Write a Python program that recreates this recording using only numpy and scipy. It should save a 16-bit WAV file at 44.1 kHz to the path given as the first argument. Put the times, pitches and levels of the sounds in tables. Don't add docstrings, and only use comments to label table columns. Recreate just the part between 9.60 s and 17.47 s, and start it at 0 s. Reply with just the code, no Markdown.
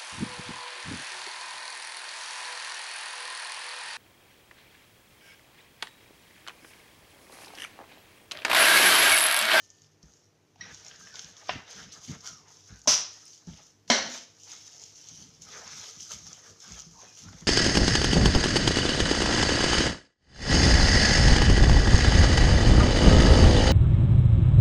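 import sys
import numpy as np
from scipy import signal
from scipy.fft import rfft, irfft, next_fast_len
from scipy.io import wavfile
from scipy.ndimage import uniform_filter1d, map_coordinates

SR = 44100
rng = np.random.default_rng(int(sys.argv[2]) if len(sys.argv) > 2 else 0)


def gain_from_db(level_db):
    decades = np.asarray(level_db, float) / 20
    return 10 ** decades


def output_pcm(signal):
    pcm = np.clip(np.atleast_2d(signal).T, -1, 1) * 32767
    wavfile.write(sys.argv[1], SR, np.round(pcm).astype(np.int16))


N = 347067


def unit(x):
    return x / np.sqrt(np.mean(x ** 2) + 1e-20)


def along(points, hz):
    f, v = np.transpose(points)
    return np.interp(np.log(hz + 1), np.log(f + 1), v)


def wobble(rate_hz):
    knots = rng.standard_normal(int(N * rate_hz / SR) + 4)
    return map_coordinates(knots, [np.arange(N) * rate_hz / SR])


def filtered(x, response):
    m = next_fast_len(len(x) + 8192)
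    return irfft(rfft(x, m) * response(np.fft.rfftfreq(m, 1 / SR)), m)[:len(x)]


def causal(points):
    def response(hz):
        cepstrum = irfft(np.log(gain_from_db(along(points, hz)) + 1e-6))
        half = len(cepstrum) // 2
        cepstrum[1:half] *= 2
        cepstrum[half + 1:] = 0
        return np.exp(rfft(cepstrum))
    return response


def body(peaks):
    def response(f):
        total = 0
        for k, (hz, width_hz, db) in enumerate(peaks):
            loss = 1j * f * width_hz
            total = total + (-1) ** k * gain_from_db(db) * loss / (hz * hz - f * f + loss)
        return total
    return response


def ring(hz, t60_s, t, attack_s, drift_rad=0):
    return np.sin(2 * np.pi * hz * t + drift_rad) * gain_from_db(-60 * t / t60_s) * (1 - np.exp(-t / attack_s))


def grit(count, spread_db, life_s, clump_db, smooth_db):
    at, size = rng.random((count, 2)).T
    size = gain_from_db(-spread_db * np.log(size + 1 / 25))
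    slips = np.bincount((at * N).astype(int), size, N)
    puffs = signal.lfilter([1], [1, -np.exp(-1 / (life_s * SR))], slips)
    return gain_from_db(clump_db * wobble(45)) * (unit(puffs) + gain_from_db(smooth_db)) * rng.standard_normal(N)


def patchy(x, focus=lambda hz, s: 1):
    hz, s, z = signal.stft(x, SR, nperseg=512)
    field = uniform_filter1d(rng.standard_normal(z.shape), size=6, axis=0)
    field = uniform_filter1d(field, size=9, axis=1)
    streaks = uniform_filter1d(rng.standard_normal(z.shape), size=14, axis=1)
    patch_db = 2.2 / (1 + (hz[:, None] / 8000) ** 4)
    gain = gain_from_db(patch_db * unit(field) + 2.2 * unit(streaks))
    return signal.istft(z * gain * focus(hz[:, None], s), nperseg=512)[1][:N]


def effort(s, rise_s, hold_s, db, fall_db_per_s):
    t = np.arange(N // 64 + 2) * 64 / SR - np.asarray(s)[:, None]
    early = np.minimum(t, 0) / np.reshape(rise_s, (-1, 1))
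    late = np.maximum(t - hold_s[:, None], 0)
    power = gain_from_db(2 * (db[:, None] + 20 * early - fall_db_per_s * late)).sum(axis=0)
    return np.sqrt(np.interp(np.arange(N) / 64, np.arange(len(power)), power))


def add(track, s, sound):
    part = track[round(s * SR):][:len(sound)]
    part += sound[:len(part)]


# (time of full strength [s], rise [s], hold [s], level [dB])
SQUEEZES = [(0, .01, 0.05, -61), (0.188, 0.36, 0.074, -66), (0.427, 0.0089, 0.14, -67),
            (1.118, 0.083, 0.087, -54.5), (1.258, .006, 0.066, -54.5), (1.396, 0.039, 0.087, -53),
            (1.553, 0.038, 0.13, -52.5), (1.777, 0.036, 0.19, -57), (2.114, 0.084, 0.11, -51.5),
            (2.321, 0.0051, 0.032, -48.5), (2.457, 0.1, 0.051, -47), (2.667, 0.061, 0.02, -44),
            (2.888, 0.03, 0.11, -56.5), (3.073, 0.072, 0.1, -58), (3.234, .005, 0.057, -59),
            (3.55, 0.17, 0.22, -55.5), (3.882, 0.043, 0.2, -59.5), (4.279, .003, 0.022, -51),
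            (4.547, 0.17, 0.021, -42.5), (4.926, 0.19, 0.015, -46), (5.03, 0.074, 0.12, -52.5),
            (5.194, .006, 0.09, -51.5), (5.39, .15, 0.23, -51.5), (5.638, .1, 0.14, -61),
            (5.823, 0.026, 0.3, -50), (6.181, 0.074, 0.11, -44.5), (6.414, 0.14, 0.03, -46.5),
            (6.514, 0.051, 0.012, -40), (6.687, 0.15, 0.026, -48.5), (6.74, .005, 0.023, -55.5),
            (6.836, 0.061, 0.066, -53), (7.022, 0.074, 0.18, -49), (7.318, 0.064, 0.56, -56),
            (7.579, 0.04, 0.026, -49), (7.643, .03, 0.091, -63), (7.782, .02, 0.027, -59.5)]


def hand_effort():
    return effort(*np.transpose(SQUEEZES), fall_db_per_s=175) + gain_from_db(-78)


# (frequency [Hz], density [dB per Hz])
GLOVE_COLOUR = [(1760, -32.5), (3000, -9.5), (4000, -11), (5710, 1.5), (6410, 3.5), (6820, -1.5),
                (6960, -3.5), (8200, -20.5), (14500, -30.5), (15400, -44)]
# (frequency [Hz], density [dB per Hz])
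TICK_COLOUR = [(1500, -21), (3500, -11.5), (6000, -1.5), (7000, -2.5), (8200, -21), (11000, -29),
               (15400, -38)]


def glove(hand):
    slips = grit(count=2500, spread_db=5.5, life_s=0.00033, clump_db=1.5, smooth_db=7.0)
    rustle = filtered(patchy(slips), causal(GLOVE_COLOUR))
    ticks = grit(count=900, spread_db=1.8, life_s=0.0005, clump_db=1, smooth_db=-40)
    ticks = filtered(ticks, causal(TICK_COLOUR))
    return hand * (unit(rustle) + gain_from_db(-15) * unit(ticks))


# (time [s], peak [dB], pitch [Hz])
CREASES = [(0.1028, -27, 6750), (0.2194, -35.5, 6750), (0.245, -42, 6000), (0.4294, -33.5, 5460),
           (0.5367, -36, 6400), (0.9585, -44, 710), (1.2823, -23.5, 6470), (1.3598, -29, 6190),
           (1.5564, -26, 3300), (1.5928, -25, 3380), (1.768, -29, 5800), (1.8552, -41, 6060),
           (2.1106, -25, 5000), (2.4743, -32, 6430), (2.5885, -33, 5910), (2.6434, -39, 5820),
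           (2.8823, -35, 6230), (2.97, -30.5, 6250), (3.241, -40, 6240), (3.6546, -50, 6660),
           (3.7239, -41, 6260), (4.1048, -38, 5630), (4.2777, -36, 4900), (4.9174, -21, 6200),
           (5.1314, -30, 6270), (5.218, -27, 6120), (5.4889, -32, 6160), (6.0766, -23, 6130),
           (6.3639, -29, 5800), (6.4777, -31, 6380), (6.6757, -26, 5640), (7.0254, -32, 5760),
           (7.2197, -24, 5700), (7.7283, -31, 5150), (4.358, -30, 620), (4.388, -16.5, 900),
           (4.459, -25, 840), (1.3125, -31, 3000), (1.146, -23.5, 6300), (1.248, -27, 6200),
           (1.265, -25, 6230), (1.312, -33.5, 1650), (1.392, -42, 5700), (1.4715, -30, 1650),
           (1.5416, -24, 5540), (1.556, -21, 5400), (1.5932, -17, 6100), (1.6452, -23.5, 5770),
           (2.3225, -27, 4420), (2.607, -26, 5660), (3.217, -29.5, 6340), (3.871, -35, 6600),
           (5.197, -27, 6200), (5.238, -22, 6000), (5.8202, -24.5, 6660), (6.3096, -25, 5570),
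           (6.4063, -19, 6330), (6.73, -21, 6100), (7.003, -26, 6600), (7.121, -19, 6400),
           (7.198, -20, 6340), (7.4328, -35, 573), (7.7304, -35.5, 1900),
           (.074, -52, 4200), (.1028, -46, 3500), (.184, -47, 3500), (.2185, -53, 3100),
             (.245, -45, 3300), (.9585, -48, 2800), (.959, -47, 5500), (1.265, -37, 3400),
             (1.411, -37, 1300), (1.473, -38, 3300), (1.545, -37, 1000), (1.593, -33, 1500),
             (1.646, -31, 3400), (1.66, -38.5, 3200), (1.767, -34, 3300), (3.259, -34, 800),
             (4.279, -40, 3730), (4.28, -43, 1797), (6.401, -32, 3000), (6.86, -44, 1500),
             (7.685, -33, 1270), (7.73, -37.5, 690), (7.73, -40, 3200)]
# (frequency [Hz], gain [dB])
PORT = [(7000, 5), (8200, -18), (15500, -25.5)]


def creases():
    out, t = np.zeros(N), np.arange(1500) / SR
    for s, db, hz in CREASES:
        t60_s = 0.023 + 2.8 / hz
        spit = gain_from_db(-60 * t / t60_s) * rng.standard_normal(len(t))
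        spit[0] = 7.5
        fold = body([(hz, 0.4 * hz, 0)])
        pop = filtered(spit, lambda f: fold(f) ** 2 * causal(PORT)(f))
        add(out, s, gain_from_db(db - 9.5) * pop / abs(pop).max())
    return out


# (time [s], treble peak [dB], pitch [Hz])
SPITS = [(0.0732, -64, 9260), (0.1022, -59, 7850), (0.1695, -66, 8370), (1.1832, -56, 9360),
         (1.2471, -54, 7820), (1.3982, -55, 8410), (1.5918, -51, 8660), (1.6302, -54, 8050),
         (1.7973, -59, 7800), (2.1071, -49, 8710), (2.3221, -52, 8790), (2.4638, -50, 10900),
         (3.1916, -54, 7800), (3.2161, -63, 7800), (3.2405, -59, 8850), (3.49, -54, 8250),
         (3.6546, -44, 8770), (3.682, -54, 8770), (3.7454, -60, 7850), (4.9, -47, 8610),
         (5.0744, -54, 7830), (5.8212, -47, 7820), (6.3071, -52, 8210), (6.4009, -51, 7810),
         (6.8199, -52, 8310), (7.002, -56, 8000), (7.1112, -58, 7870), (7.5911, -52, 8090)]
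# (frequency [Hz], density [dB per Hz])
SPIT_COLOUR = [(800, -26), (3000, -5), (6000, 5), (7500, -1.5), (9000, 5.5), (12000, -9.5), (15400, -16)]


def spits():
    out, t = np.zeros(N), np.arange(800) / SR
    for s, db, hz in SPITS:
        puff = gain_from_db(-60 * t / 0.011) * rng.standard_normal(len(t))
        bump = body([(hz, 900, 0)])
        tick = filtered(puff, lambda f: causal(SPIT_COLOUR)(f) * (1 + bump(f)))
        add(out, s, gain_from_db(db + 1) * tick / abs(tick).max())
    return out


CUT_RISE_S, CUT_FALL_DB_PER_S = 0.043, 210
# (time [s], hold [s], rasp [dB], flesh over rasp [dB], pitch of rubbed hollow [Hz])
CUTS = [(0.434, 0.004, -80, 11, 450), (1.014, 0.33, -59.5, -0.5, 1500), (1.363, 0.14, -65, -7, 1540),
        (1.554, 0.054, -53, -14, 1530), (1.664, 0.25, -64, 2, 744), (1.898, 0.017, -44.5, 1.5, 1167),
        (2.078, 0.15, -53, -8.5, 1484), (2.303, 0.02, -56, -6.5, 1105), (2.494, 0.032, -56, -2, 1250),
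        (2.653, 0.022, -56.5, -2.5, 1300), (2.802, 0.075, -73, 8.5, 1000), (3.108, 0.023, -66, 4, 1510),
        (3.89, 0.11, -62, -3.5, 830), (4.47, 0.12, -50.5, -12, 766), (4.902, 0.038, -53.5, -19, 790),
        (5.0, 0.77, -71.5, -8.5, 575), (5.886, 0.14, -57.5, 2.5, 1290), (6.067, 0.17, -50.5, -7, 1290),
        (6.378, .02, -62.5, -3.5, 1310), (6.52, 0.017, -52.5, -16, 1220), (6.68, 0.25, -73, 6.5, 1150),
        (7.028, 0.15, -59.5, -0.5, 1260), (7.406, 0.045, -62.5, -0.5, 706), (7.6, 0.19, -68, 1.5, 1980)]
# (frequency [Hz], level [dB])
RASP_COLOUR = [(1200, -13.5), (1900, -6.5), (2150, -1.5), (2550, -5), (3250, 0.5), (3900, 0.5),
               (4400, -2.5), (5500, 2.5), (8000, -25.5), (15500, -55)]
# (frequency [Hz], width [Hz], level [dB])
BLADE_MODES = [(1290, 70, -12), (1620, 80, -8), (2550, 77, -5.5), (3480, 76, -12)]


def blade_rasp(hand):
    s, hold_s, db, _, _ = np.transpose(CUTS)
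    strength = effort(s, CUT_RISE_S, hold_s, db, CUT_FALL_DB_PER_S) + gain_from_db(-20) * hand
    slips = grit(count=2000, spread_db=3, life_s=0.0009, clump_db=1, smooth_db=9)
    rasp = filtered(patchy(slips), causal(RASP_COLOUR))
    rasp = filtered(rasp, lambda hz: 1 + sum(body([mode])(hz) for mode in BLADE_MODES))
    return strength * unit(rasp)


# (frequency [Hz], width [Hz], level [dB])
FLESH_MODES = [(452, 75, 3.5), (692, 180, 2.5), (920, 200, 2.5), (1237, 146, 4.5), (1577, 440, 2),
               (2210, 890, -3.5)]


def flesh_rub(hand):
    s, hold_s, db, depth_db, pitch_hz = np.transpose(CUTS)
    strength = effort(s, CUT_RISE_S, hold_s, db + depth_db, CUT_FALL_DB_PER_S) + gain_from_db(-17) * hand
    catch = np.clip(1 + wobble(14), 0, 2.5)

    def hollow(hz, t):
        current = np.maximum(np.searchsorted(s - CUT_RISE_S, t) - 1, 0)
        caught = np.interp(t * SR, np.arange(N), catch)
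        return 1 + 0.45 * caught / (1 + ((hz - pitch_hz[current]) / 90) ** 2)

    slips = grit(count=1200, spread_db=0.5, life_s=0.0021, clump_db=4.0, smooth_db=16.5)
    return strength * unit(filtered(patchy(slips, hollow), body(FLESH_MODES)))


# (time [s], hold [s], level [dB], start pitch [Hz], end pitch [Hz])
SINGS = [(1.315, 0.034, -61, 1600, 1700), (1.425, 0.021, -59, 1600, 1600),
         (1.477, 0.032, -61.5, 1750, 1720), (1.546, 0.013, -53.5, 1500, 1450),
         (1.647, .05, -60.5, 1620, 1680), (2.657, 0.045, -58, 1500, 1400), (2.739, .15, -68, 1300, 880),
         (2.696, 0.075, -63, 5600, 5500), (3.119, 0.04, -66, 1400, 1500), (3.129, 0.038, -67, 1680, 1550),
         (3.547, 0.034, -67, 1850, 1850), (5.43, .2, -69, 3050, 3100), (6.507, 0.022, -58, 1303, 1280),
         (6.672, 0.056, -64, 1260, 1230), (6.69, 0.058, -64, 3500, 3200), (6.896, 0.024, -62, 500, 460),
         (7.038, 0.17, -68, 1310, 1370), (7.118, 0.065, -63, 3480, 3200), (7.356, 0.075, -64, 950, 1020),
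         (7.48, .035, -65, 2550, 2440), (7.65, .06, -63, 1300, 1400), (7.739, .04, -72, 600, 600)]


def squeaks():
    out, t = np.zeros(N), np.arange(N) / SR
    blur_rad, flutter = 1.6 * wobble(160), gain_from_db(3 * wobble(40))
    for s, hold_s, db, hz, end_hz in SINGS:
        turns = np.cumsum(np.interp(t, [s, s + hold_s], [hz, end_hz])) / SR
        swell = effort([s], 0.024, np.array([hold_s]), np.array([db + 2.5]), CUT_FALL_DB_PER_S * 2)
        out += swell * np.sin(2 * np.pi * turns + blur_rad)
    return flutter * out


# (frequency [Hz], t60 [s])
TILES = [(150, 0.56), (1000, 0.44), (5000, 0.44), (12000, 0.039)]


def room(x):
    hz, t, z = signal.stft(rng.standard_normal(SR * 3 // 4), SR, nperseg=256)
    tail = signal.istft(z * gain_from_db(-60 * t / along(TILES, hz)[:, None]), SR, nperseg=256)[1]
    tail *= 1 - np.exp(-np.arange(len(tail)) / SR / 0.0094)
    return signal.fftconvolve(x, tail / np.linalg.norm(tail))


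# (time [s], tear [dB], tear length [s], ring [dB], rise [s], room [dB])
SNAPS = [
    (1.009, -46, 0.12, -23, 0.0059, -0.5),
    (1.893, -28.5, 0.096, -21, 0.00084, -10),
    (3.274, -19, 0.33, -18.5, 0.00084, -11.5),
    (4.3, -19, 0.4, -22, 0.00094, -10),
]
SNAP_HOLD_S = [0.0045, 0.0013, 0.039, 0.0037]
TREBLE_HOLD_S = [.05, .05, 0.13, .07]
# (frequency [Hz], density [dB per Hz])
SNAP_COLOURS = [
    [(180, -41), (300, -11), (756, -34), (1180, -9), (1280, -30), (1910, 2), (2360, -3), (3870, -11),
     (4800, -22), (5660, 3), (8010, -38), (15500, -56)],
    [(180, -26), (300, 3.5), (1020, 9.5), (1180, 15), (1350, 8.5), (2690, 13), (4800, -4), (6680, -16),
     (15500, -82)],
    [(120, -62), (200, -35), (400, -21), (715, -17.5), (1050, -15), (1300, -14.5), (1540, -17), (4260, -12),
     (5910, 1.5), (8050, -23.5), (15500, -44)],
    [(150, -45), (200, -10), (240, -8), (380, -14), (600, -11), (850, -16.5), (1300, -15), (1950, -8),
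     (2130, -9), (2450, -18.5), (3120, -9.5), (3600, -16.5), (4150, -8), (4800, -16.5), (5800, -6.5),
     (8200, -32.5), (11800, -53), (12300, -65), (14500, -59), (15500, -87)],
]
# (frequency [Hz], level [dB], t60 [s])
SNAP_MODES = [
    [(1900, 2.5, 0.024), (2170, -21, 0.096), (5640, 1, 0.022), (4140, -11, 0.039), (3830, -21, 0.12),
     (3050, -19, .06), (1920, -19, 0.16), (5670, -20.5, .2), (4600, -27.5, 0.1), (1250, -26, 0.063)],
    [(733, 10, 0.015), (1094, -7, 0.022), (2130, 1, 0.0099), (3480, 1, 0.0089), (4200, -8, 0.012),
     (5000, -12, 0.013), (1000, 0, 0.029)],
    [(608, -1, 0.07), (1000, -1, 0.043), (412, -20, 0.015), (800, -10, 0.037), (5050, -10, .2),
     (5180, -8, 0.26), (5400, -17, 0.22), (5450, -12, 0.3), (6030, -3, 0.32), (6340, -7.5, 0.31),
     (6250, -6.5, 0.22), (309, -14, 0.044)],
    [(583, 3, 0.03), (686, 10.5, 0.033), (994, 2.5, 0.11), (1857, -12.5, 0.11), (3220, 4, 0.032),
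     (4080, 8, 0.036), (5330, 8.5, 0.016), (545, -12, 0.57), (680, -15, 0.68), (450, -22, 0.051),
     (1500, -11, 0.48), (2100, -16, 0.45), (4030, -6, 0.27), (5960, -11, 0.3)],
]


def snaps():
    out, t = np.zeros(N), np.arange(SR // 2) / SR
    events = zip(SNAPS, SNAP_HOLD_S, TREBLE_HOLD_S, SNAP_COLOURS, SNAP_MODES)
    for (s, db, length_s, ring_db, rise_s, room_db), hold_s, fine_s, colour, modes in events:
        noise = gain_from_db(wobble(250)[:len(t)]) * rng.standard_normal(len(t))
        fibres = unit(filtered(noise, causal(colour)))
        fine = filtered(fibres, lambda hz: 1 / (1 + (8000 / (hz + 1)) ** 12))
        fibres = fibres - fine * (1 - gain_from_db(-60 * np.maximum(t - fine_s, 0) / 0.2))
        fall = (np.maximum(t - hold_s, 0) / length_s) ** 1.023
        tear = fibres * gain_from_db(db - 60 * fall) * (1 - np.exp(-t / rise_s))
        walk = np.cumsum(rng.standard_normal((len(modes), len(t))), axis=1) * 0.6 / np.sqrt(0.012 * SR)
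        walk = uniform_filter1d(walk, size=300, axis=1)
        knock = np.zeros(len(t))
        for (hz, level_db, t60_s), drift_rad in zip(modes, walk):
            knock += gain_from_db(ring_db + level_db) * ring(hz, t60_s, t, rise_s, drift_rad)
        add(out, s, tear + knock)
        add(out, s, gain_from_db(room_db) * room(tear + 0.23 * knock))
    return out


# (time [s], peak [dB], pitch [Hz], t60 [s], deep counter mode [dB])
THUDS = [(0.434, -34, 158, 0.07, 3), (1.021, -40, 179, 0.12, -13), (1.642, -41, 153.6, 0.17, -20),
         (1.945, -28, 152, 0.073, -21), (2.163, -43, 141, 0.13, -13), (2.479, -39, 255, 0.24, -19),
         (2.492, -24, 147.5, 0.15, -18), (3.103, -40.5, 102, 0.17, 8), (3.276, -18, 246, 0.061, -36),
         (3.873, -24, 174, 0.11, -5), (4.304, -9, 242, 0.096, -48), (4.482, -38, 247.6, 0.44, -26),
         (5.509, -45, 187, 0.13, -12), (6.531, -39, 152, 0.097, 2), (7.106, -36, 179, 0.15, 7),
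         (7.265, -38, 165.2, 0.26, -7), (7.661, -37, 98, 0.32, 0), (7.82, -32.5, 164, 0.13, -9)]


def thuds():
    out, t = np.zeros(N), np.arange(SR // 2) / SR
    for s, db, hz, t60_s, deep_db in THUDS:
        deep = 0.48 * ring(97, t60_s, t, 0.0074) + ring(58, 2.0 * t60_s, t, 0.0075)
        top = ring(hz, t60_s, t, 0.0019) + 0.21 * ring(2.1 * hz, 0.5 * t60_s, t, 0.0014)
        add(out, s, gain_from_db(db - 7.0) * (top + gain_from_db(deep_db) * deep))
    return out


# (time [s], hold [s], level [dB])
ROCKS = [(0.448, 0.044, -62), (0.996, 0.14, -59), (1.194, 0.37, -65), (1.65, .03, -61), (1.912, 0.041, -42),
         (2.164, 0.087, -50), (2.33, 0.048, -60.5), (2.498, 0.0093, -36.5), (2.707, 0.038, -55.5),
         (3.109, 0.025, -54), (3.28, 0.029, -42), (3.891, 0.017, -43), (4.288, 0.17, -55),
         (4.892, 0.49, -72), (5.518, 0.041, -53), (5.62, 0.034, -48), (5.73, 0.456, -59.5),
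         (6.372, 0.042, -60.5), (6.53, 0.2, -56), (6.884, 0.027, -58), (7.072, 0.13, -54.5),
         (7.272, 0.068, -58.5), (7.432, 0.048, -61.5), (7.62, 0.12, -51.5), (7.832, .05, -48)]
# (frequency [Hz], width [Hz], level [dB])
COUNTER_MODES = [(52.9, 27, 0), (98.4, 22.5, 2), (164, 48, 2), (268, 160, -6)]


def counter_rumble():
    s, hold_s, db = np.transpose(ROCKS)
    rocking = effort(s, 0.024, hold_s, db, fall_db_per_s=212)
    slips = grit(count=400, spread_db=0, life_s=0.0042, clump_db=2.5, smooth_db=7)
    rumble = filtered(slips, body(COUNTER_MODES))
    rumble = filtered(rumble, lambda hz: 1 / (1 + 1j * hz / 350) ** 2)
    return rocking * unit(rumble)


# (frequency [Hz], density [dB per Hz])
AIR_COLOUR = [(15, -82), (25, -37), (69, -14), (79, -30), (101, -2), (126, -22), (253, -20), (378, -21),
              (421, -19.5), (537, -25.5), (997, -30.5), (6050, -39), (8130, -47.5), (15500, -52)]
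# (frequency [Hz], level [dB rms])
HUM = [(96.9, -79), (150.7, -77.5), (306.8, -83), (457.6, -85)]
# (frequency [Hz], level [dB], t60 [s])
TAP = [(1790, -70.5, 1.6), (3050, -63, 0.15)]


def kitchen():
    t = np.arange(N) / SR
    air = unit(filtered(rng.standard_normal(N), lambda hz: gain_from_db(along(AIR_COLOUR, hz))))
    out = gain_from_db(-66 + 0.21 * wobble(0.7)) * air
    for hz, db in HUM:
        out += gain_from_db(db + 5 + 3 * wobble(8)) * np.sin(2 * np.pi * hz * t + 0.8 * wobble(9))
    for hz, db, t60_s in TAP:
        out += gain_from_db(db + 1.5 * wobble(25)) * ring(hz, t60_s, t, 0.001)
    return out


def scene():
    hand = hand_effort()
    near = glove(hand) + blade_rasp(hand) + flesh_rub(hand) + creases() + squeaks()
    near_room = gain_from_db(-13.0) * room(near)[:N]
    return (near + near_room + spits() + snaps() + thuds() + counter_rumble() + kitchen())[None]


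def low_pass(x):
    return signal.sosfilt(signal.butter(12, 16290, fs=SR, output="sos"), x)


def record(dry):
    bass = lambda hz: (1j * hz / (40 + 1j * hz)) ** 4
    kept = filtered(dry[0], lambda hz: bass(hz) * np.where(hz < 15500, 1, gain_from_db(-19.0)))[None]
    return low_pass(kept)


dry = scene()
out = record(dry)
output_pcm(out)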